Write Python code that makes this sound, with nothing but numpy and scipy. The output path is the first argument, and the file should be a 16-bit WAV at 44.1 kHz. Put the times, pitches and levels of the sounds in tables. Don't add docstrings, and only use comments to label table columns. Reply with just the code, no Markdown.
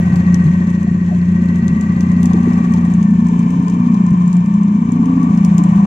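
import sys
import numpy as np
from scipy import signal
from scipy.fft import rfft, irfft
from scipy.io import wavfile
from scipy.ndimage import uniform_filter1d, minimum_filter1d

SR = 44100
rng = np.random.default_rng(int(sys.argv[2]) if len(sys.argv) > 2 else 0)


def decibels_to_gain(level_db):
    exponent = np.asarray(level_db, float) / 20
    return 10 ** exponent


def transcribe(signal):
    frames = np.atleast_2d(signal).T
    limited = np.clip(frames, -1, 1)
    pcm = np.round(limited * 32767).astype(np.int16)
    wavfile.write(sys.argv[1], SR, pcm)


N = 258426

# time in seconds, speed in turns per second.
SHAFT_SPEED = [(0.0, 29.15), (0.24, 29.51), (0.49, 29.51), (1.22, 29.44), (1.71, 29.34), (1.95, 29.7),
               (2.2, 29.66), (2.69, 29.55), (2.93, 29.08), (3.17, 29.06), (3.91, 29.73), (4.4, 29.55),
               (4.64, 29.17), (5.13, 28.77), (5.62, 28.68), (5.86, 28.52)]
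# time in seconds, level in dB.
FIRING_LEVEL = [(0, 0.5), (.3, 2), (.82, -2.5), (1.4, 1), (1.8, -2.5), (2.22, 3.5), (2.42, -0.5), (3.1, 2),
                (3.7, -0.5), (4.15, 0), (4.45, -5.5), (4.9, -3), (5.3, -1.5), (5.58, 0), (5.86, -2)]
# time in seconds, nearness in dB, turned away from 0 to 1.
BOAT_COURSE = [
    (0, 3, 0.05),
    (1.0, -2, 0.13),
    (1.66, -1, 0.11),
    (2.6, 2, 0.23),
    (3.15, -1.5, 0.57),
    (3.4, 0.5, 0.9),
    (4.2, -1, .95),
    (4.8, -2.5, .99),
    (5.2, 0, 0.7),
    (5.86, 2.5, 0.6),
]
# time in seconds, resonance in Hz, coupling in dB.
TRAPPED_AIR = [(0.0, 151.3, -9.5), (0.19, 166, -1.9), (0.85, 206.3, -8.5), (1.32, 178.3, -9),
               (1.44, 224.5, -6), (1.7, 224.3, -0.5), (2.2, 231, 2), (2.59, 236, 1.3), (3.14, 216, 5.5),
               (3.52, 260.7, -4), (3.91, 237.7, 6.5), (4.04, 203.4, 2), (4.33, 162.8, 4.5),
               (4.75, 215, 2.8), (4.9, 254.8, 6), (5.22, 266, 10.5), (5.46, 187.2, 6.5), (5.86, 190.2, 6.5)]
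# multiple of shaft speed, level through the housing wall in dB,
# level at the peak of the trapped air in dB.
MAIN_ORDERS = [(5, -32, -40.5), (6, -15.0, -23), (7, -27.5, -18.5), (8, -32.5, -25), (9, -49.5, -28.5),
               (10, -50, -29)]
# multiple of shaft speed, level in dB, change when turned away in dB.
FAINT_ORDERS = [(1, -54, -0.5), (2, -51, 0.5), (4, -39.5, 3.5), (11, -56, 0), (12, -42, -9.5),
                (13, -43, -8.5), (14, -52.5, 2)]
# level in dB, share of
# nearness, change when turned away in dB, share of housing coupling, share of the echo's bend.
HULL_PARTS = [(-49, 2.9, 2.5, 0.45, 0.14), (-46.5, 1.3, 7.5, .05, .1), (-44, 0.96, 0.5, .4, 1),
              (-41, 0.72, -17.5, 0.046, 0.97), (-41, 0.67, -13.5, 0.055, 0.099)]
# index of the hull part, frequency in Hz, width in Hz, level in dB.
HULL_PANELS = [(0, 780, 65, 3.5), (0, 640, 89.5, -6), (1, 930, 60, 3.5), (1, 1040, 60, 6.5),
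               (2, 1150, 77.7, 8), (3, 1929, 45.2, 6), (3, 2020, 50.3, -0.5), (3, 1850, 40, -5),
               (4, 1541, 27, -5.5), (4, 559, 50.1, -3.5), (3, 1803, 72, -8), (1, 2325, 140, -9.5),
               (1, 3077, 69, -20), (3, 2692, 60, -14)]
# time in seconds, pitch ratio.
ECHO_BEND = [(0, 0.99), (.95, 0.98), (2.0, 1.008), (2.35, .99), (2.9, .99), (3.15, .945), (3.6, .97),
             (4.3, .975), (5.2, 0.99), (5.86, 0.98)]
# level in dB, share of nearness, change when turned away in dB.
CAVITATION = [(-50, 1, -1), (-52, 0.99, -.5)]
# frequency in Hz, level in dB per Hz.
BODY_SPECTRUM = [(20, -2.5), (45, -10), (80, 9.5), (140, 19), (280, 9), (350, 1.5), (470, -11.5),
                 (800, -10.5), (1200, -8.5), (1350, -13), (2000, -13.5), (2300, -14), (2800, -20),
                 (3400, -42), (6000, -69)]
# frequency in Hz, level in dB per Hz.
HISS_SPECTRUM = [(2500, -17.5), (3000, 2), (4300, -3), (5000, -5.5), (6300, 3), (7500, -7.5), (9000, -22.5),
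                 (11200, -26), (12000, -33), (14600, -29.5), (15500, -58.5)]
# start in seconds, peak in dB, pitch in Hz, 60 dB decay in seconds.
BUBBLES = [(0.081, -13, 164, 0.07), (0.125, -17.5, 159, 0.1), (.455, -6.5, 159.3, 0.2),
           (.865, -35, 709, 0.1), (0.911, -17, 157.6, .15), (1.085, -33, 830, 0.085),
           (1.11, -31, 718, 0.11), (1.12, -31.5, 613, 0.089), (1.69, -20.5, 161, 0.57),
           (1.689, -29.5, 60, .2), (2.24, -34, 926, 0.13), (2.34, -23, 412, 0.049),
           (2.342, -14, 326, 0.055), (2.469, -20.5, 408, 0.048), (2.47, -10.5, 322, 0.039),
           (2.739, -30.5, 893, 0.17), (2.752, -19, 167, 0.14), (3.585, -13.5, 158.6, 0.14),
           (4.116, -3.5, 178, 0.082), (3.31, -32.5, 428, .07), (3.29, -26, 905, 0.12),
           (5.2, -28, 1140, 0.21), (5.6, -32.5, 1025, 0.21), (4.36, -38.5, 722, .1), (5.59, -22, 286, .2)]
# start in seconds, peak in dB, pitch in Hz, left over right in dB.
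NEAR_SNAPS = [(0.1605, -33.5, 4480, 6), (0.3437, -24.5, 5740, 8), (1.6807, -28.5, 6200, 7),
              (1.8108, -29.5, 7060, 2.5), (2.0076, -28, 6230, 6.5), (2.1172, -35.5, 6490, 9),
              (2.2302, -24, 5970, 1), (2.257, -23.5, 7080, 4.5), (2.3334, -31.5, 6440, 10),
              (2.5338, -34, 5410, 5.5), (2.721, -41, 5880, -6), (2.7376, -30.5, 6100, 11),
              (2.938, -32, 6700, -0.5), (3.0283, -31, 6400, 3.5), (3.2859, -35, 6100, 1),
              (3.4302, -40, 4900, 1.5), (3.682, -31.5, 7150, 6), (3.699, -31, 6090, 3.5),
              (3.9435, -35.5, 7100, 5.5), (4.0654, -37, 6970, 3), (4.2782, -33, 7040, 1),
              (4.3293, -29.5, 7070, 0.5), (4.368, -33.5, 7100, 4.0), (4.9192, -31.5, 6860, -2.5),
              (5.0574, -36, 6130, 3.5), (5.3747, -32, 5910, 5.5), (5.448, -24, 6030, 5.5),
              (5.5807, -22, 6770, 5.5), (5.6374, -28, 7340, 1)]
# start in seconds, peak in dB.
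FAR_SNAPS = [(0.1579, -31.5), (0.4418, -37.5), (0.702, -36.5), (0.8302, -36), (1.4579, -39), (1.5586, -36),
             (1.585, -40), (2.4308, -38), (2.5785, -37.5), (2.8515, -37), (2.9005, -38.5), (3.108, -39),
             (3.269, -36.5), (3.3918, -36), (3.5056, -34.5), (3.6267, -41.5), (4.1062, -39), (4.4602, -37),
             (4.5394, -37.5), (4.6332, -38), (5.23, -37), (5.3492, -39.5), (5.761, -39.5)]
# frequency in Hz, level in dB, lag in radians,
# likeness from 0 to 1.
PORT_DIFFERENCE = [(60, -0.9, 0, 0.95), (300, -0.75, 0, 1), (410, -1, 0.42, 1), (440, 5, 0.5, 1),
                   (640, 4, 1, .72), (770, -0.5, 2, 0.99), (1150, -10.5, 3, 0.85), (1610, -2.5, 5, 1),
                   (1960, -4.5, 4.5, 0.3), (2380, 2, 5, 0.99), (2900, 1.5, 5.5, 0), (4680, -16.5, 8, 1),
                   (5960, -13.5, 4, 0.04), (7200, 7, 10, 0.2), (15100, 0.5, 6, 0)]
# frequency in Hz, share lost from 0 to 1.
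TREBLE_LOSS = [(7800, 0), (9500, .45), (11200, .6), (11500, .95), (13000, .94), (13500, .84), (14700, .82),
               (14900, .99)]


def shaft():
    crank_rad = 0.15
    return crank_rad + 2 * np.pi * np.cumsum(columns(SHAFT_SPEED)[0]) / SR


def orders(wobble_rad=0.15, wobble_hz=9.0):
    exhaust_db, exhaust_turned_db = -23.5, -15
    air_width_hz, air_lag = 21, 0.7
    ring_rad, lope = -2.8, 0.08
    speed, firing_db = columns(SHAFT_SPEED)[0], columns(FIRING_LEVEL)[0]
    air_hz, air_db = columns(TRAPPED_AIR)
    turned = columns(BOAT_COURSE)[1]
    lines = [(3, decibels_to_gain(exhaust_db + firing_db + exhaust_turned_db * turned))]
    for k, wall_db, peak_db in MAIN_ORDERS:
        off = (round(k) * speed - air_hz) / air_width_hz
        through_wall = decibels_to_gain(wall_db + firing_db)
        through_air = decibels_to_gain(peak_db + air_db) / (1 + off ** 2) * np.exp(-1j * air_lag * np.arctan(off))
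        lines.append((k, through_wall + through_air))
    for k, db, away_db in FAINT_ORDERS:
        lines.append((k, decibels_to_gain(db + away_db * turned)))
    wander = wobble_rad * drift(wobble_hz, len(lines))
    angle = shaft()
    hum = np.zeros(N)
    for (k, gain), wobble in zip(lines, wander):
        hum += (gain * np.exp(1j * (round(k) * angle + ring_rad + wobble))).real
    return np.sqrt(2) * (1 + lope * np.cos(angle / 2)) * hum


def rumble(width_hz=54.1):
    rumble_db, coupling, rest_hz, slide = -20.5, 0.23, 207.6, 0.5
    overtone_ratio, overtone_db, overtone_width_hz, overtone_coupling = 1.687, -44, 100, 0.09
    air_hz, air_db = columns(TRAPPED_AIR)
    gusts = (1 + 0.4 * np.cos(shaft())) * rng.standard_normal(N)
    hz = rest_hz + slide * (air_hz - rest_hz)
    lower = evened(resonate(resonate(gusts, hz, width_hz), hz, 2.67 * width_hz))
    upper = evened(resonate(gusts, overtone_ratio * air_hz, overtone_width_hz))
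    return decibels_to_gain(rumble_db + coupling * air_db) * lower + decibels_to_gain(overtone_db + overtone_coupling * air_db) * upper


def hull(tuned_speed=29.5, tick_db=-14.5, tick_hz=4300.0, uneven_db=2.5):
    gear_sag, knock_db, patchy_db = 0.045, 11, 1.2
    turns = shaft() / (2 * np.pi) + 0.0012 * drift(4.0, 1)[0]
    teeth = rng.standard_normal((2, 3001))
    mesh = np.array([np.interp(turns / 2 % 1 * 3000, np.arange(3001), row) for row in teeth])
    drive = throb(0.16) * (1.5 * evened(mesh) + rng.standard_normal((2, N)))

    near_db, turned = columns(BOAT_COURSE)
    air_db, bend = columns(TRAPPED_AIR)[1], columns(ECHO_BEND)[0]
    speed_ratio = columns(SHAFT_SPEED)[0] / tuned_speed
    level_db, shift = [], []
    for db, near, away_db, air, bend_share in HULL_PARTS:
        level_db.append(db + near * near_db + away_db * turned + air * air_db)
        shift.append(speed_ratio + bend_share * (bend - speed_ratio))
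    shift[3] = shift[3] - gear_sag * turned

    bands = np.zeros((2, N))
    patches_db = patchy_db * drift(4.0, len(HULL_PANELS))
    for (part, hz, width_hz, db), patch_db in zip(HULL_PANELS, patches_db):
        part = round(part)
        ring = evened(resonate(drive, hz * shift[part], width_hz))
        bands += decibels_to_gain(db + level_db[part] + patch_db) * ring

    count = np.floor(4 * turns - 0.2)
    strike = decibels_to_gain(uneven_db * rng.standard_normal(N) + knock_db * (count % 8 == 7))
    beats = (np.diff(count, prepend=0) > 0) * strike
    ticks = decibels_to_gain(tick_db + level_db[3]) * evened(resonate(beats, tick_hz, 600))
    return dull(bands, 4300) + dull(ticks, 6500)


def wash(body_gain_db=26.5, hiss_gain_db=3.0, flicker_db=1.1, grains=340.0, grain_db=7.5, grain_share=0.5):
    course = columns(BOAT_COURSE)
    body_db, hiss_db = (db + np.dot([near, away_db], course) for db, near, away_db in CAVITATION)
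    body = evened(colour(rng.standard_normal((2, N)), BODY_SPECTRUM))
    grain_size = np.minimum(rng.exponential(1, (2, N)), 3)
    grit = (rng.random((2, N)) < grains / SR) * decibels_to_gain(grain_db * grain_size)
    hiss = evened(colour(rng.standard_normal((2, N)) + grain_share * evened(grit), HISS_SPECTRUM))
    flicker = decibels_to_gain(flicker_db * drift(60.0, 1)) * throb(0.08)
    return decibels_to_gain(body_gain_db + body_db) * body + decibels_to_gain(hiss_gain_db + hiss_db) * flicker * hiss


def thumps(rise_s=0.0041):
    out, t = np.zeros(N), np.arange(SR // 4) / SR
    for s, db, hz, t60 in BUBBLES:
        swell = 1 - np.exp(-(t / rise_s) ** 2)
        ring = decibels_to_gain(db + 7.5 - 60 * t / t60) * swell * np.sin(2 * np.pi * hz * t)
        spot = out[round(s * SR):][:len(t)]
        spot += ring[:len(spot)]
    return out


def snaps(ring_t60=0.011, tail_db=-9.0, tail_t60=0.09, treble_gain_db=-8.5, low_gain_db=14.0, pan_shift_db=1.0):
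    crack_t60, crack_hz, crack_db = 0.0015, 13000, -21
    out, t, sides = np.zeros((2, N + SR)), np.arange(SR // 10) / SR, np.array([[0.5], [-0.5]])
    low, band, treble = (signal.butter(3, edges, "bandpass", fs=SR, output="sos")
                         for edges in ([2400, 4400], [4000, 7600], [8000, 15000]))
    rows = [(*row, -27.5, -14.5) for row in NEAR_SNAPS]
    rows += [(*row, 6200, 0.5, -16.5, -12) for row in FAR_SNAPS]
    noises = rng.standard_normal((len(rows), 2, len(t)))
    decay = decibels_to_gain(-60 * t / ring_t60)
    tail = decibels_to_gain(tail_db - 60 * t / tail_t60)
    crack = decibels_to_gain(crack_db - 60 * t / crack_t60) * np.sin(2 * np.pi * crack_hz * t)
    for (s, db, hz, pan_db, treble_db, low_db), noise in zip(rows, noises):
        burst = noise * (decay + tail)
        snap = signal.sosfilt(band, decay * np.sin(2 * np.pi * hz * t) + burst)
        snap += decibels_to_gain(treble_db + treble_gain_db) * signal.sosfilt(treble, burst)
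        snap += crack
        snap += decibels_to_gain(low_db + low_gain_db) * signal.sosfilt(low, burst)
        out[:, round(s * SR):][:, :len(t)] += decibels_to_gain(db + 1.0 + sides * (pan_db - pan_shift_db)) * snap
    return out[:, :N]


def throb(depth):
    angle = shaft()
    return 1 + depth * (np.cos(angle) + np.cos(2 * angle) + 0.88 * np.cos(angle / 2))


def dull(x, hz):
    return signal.sosfilt(signal.butter(4, hz, fs=SR, output="sos"), x)


def ports(direct, other):
    fade = signal.windows.tukey(N + 8192, 8192 / N)
    padded = np.pad([direct, other], ((0, 0), (4096, 4096)), "reflect", reflect_type="odd")
    shared, unrelated = rfft(fade * padded)
    right_db, lag, same = read(PORT_DIFFERENCE, np.fft.rfftfreq(len(fade), 1 / SR))
    same = np.clip(same, 0, 1)
    mixed = same * shared + np.sqrt(1 - same ** 2) * unrelated
    right = irfft(decibels_to_gain(right_db) * np.exp(-1j * lag) * mixed, len(fade))
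    return np.array([direct, right[4096:-4096]])


def thinned(x, whim_db=13.0, coarse_db=13.0):
    hz, _, z = signal.stft(x, SR, nperseg=2048, noverlap=1024)
    share = read(TREBLE_LOSS, hz)[0][:, None]
    whim = decibels_to_gain(whim_db * rng.standard_normal(z.shape))
    merit = uniform_filter1d(abs(z) ** 2 * whim, size=11, axis=1)
    rank = (share * z.shape[2]).astype(int)[None]
    cut = np.take_along_axis(np.sort(merit, axis=2), rank, axis=2)
    kept = z * (merit >= cut) * decibels_to_gain(coarse_db * share)
    return signal.istft(kept, SR, nperseg=2048, noverlap=1024)[1][:, :N]


def evened(x):
    return x / np.sqrt(np.mean(x ** 2) + 1e-20)


def columns(rows):
    s, *rest = np.transpose(rows)
    return [np.interp(np.arange(N) / SR, s, c) for c in rest]


def read(points, hz):
    f, *rest = np.transpose(points)
    return [np.interp(np.log(hz + 1), np.log(f + 1), c) for c in rest]


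def colour(x, points):
    return irfft(rfft(x) * decibels_to_gain(read(points, np.fft.rfftfreq(N, 1 / SR))[0]), N)


def resonate(x, hz, width_hz):
    turn = np.exp(2j * np.pi * np.cumsum(hz * np.ones(N)) / SR)
    r = np.exp(-np.pi * width_hz / SR)
    smooth = signal.lfilter([(1 - r) ** 2], [1, -2 * r, r * r], x / turn)
    return 2 * (turn * smooth).real


def drift(rate_hz, rows):
    step = max(int(SR / rate_hz), 1)
    held = np.repeat(rng.standard_normal((rows, N // step + 1)), step, axis=1)[:, :N]
    return evened(uniform_filter1d(held, step))


def scene():
    spread = hull() + wash() + snaps()
    low = dull(orders(), 3500) + dull(rumble(), 830) + dull(thumps(), 2500)
    return ports(decibels_to_gain(1.0) * low + spread[0], spread[1])


def roll_off(x):
    return signal.sosfilt(signal.butter(12, 15960, fs=SR, output="sos"), x)


def record(dry):
    room = np.minimum(0.94 / (abs(dry).max(axis=0) + 1e-9), 1)
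    limited = dry * uniform_filter1d(minimum_filter1d(room, size=801), size=801)
    limited *= np.minimum(np.arange(N)[::-1] / 300, 1)
    return roll_off(thinned(limited))


dry = scene()
out = record(dry)
transcribe(out)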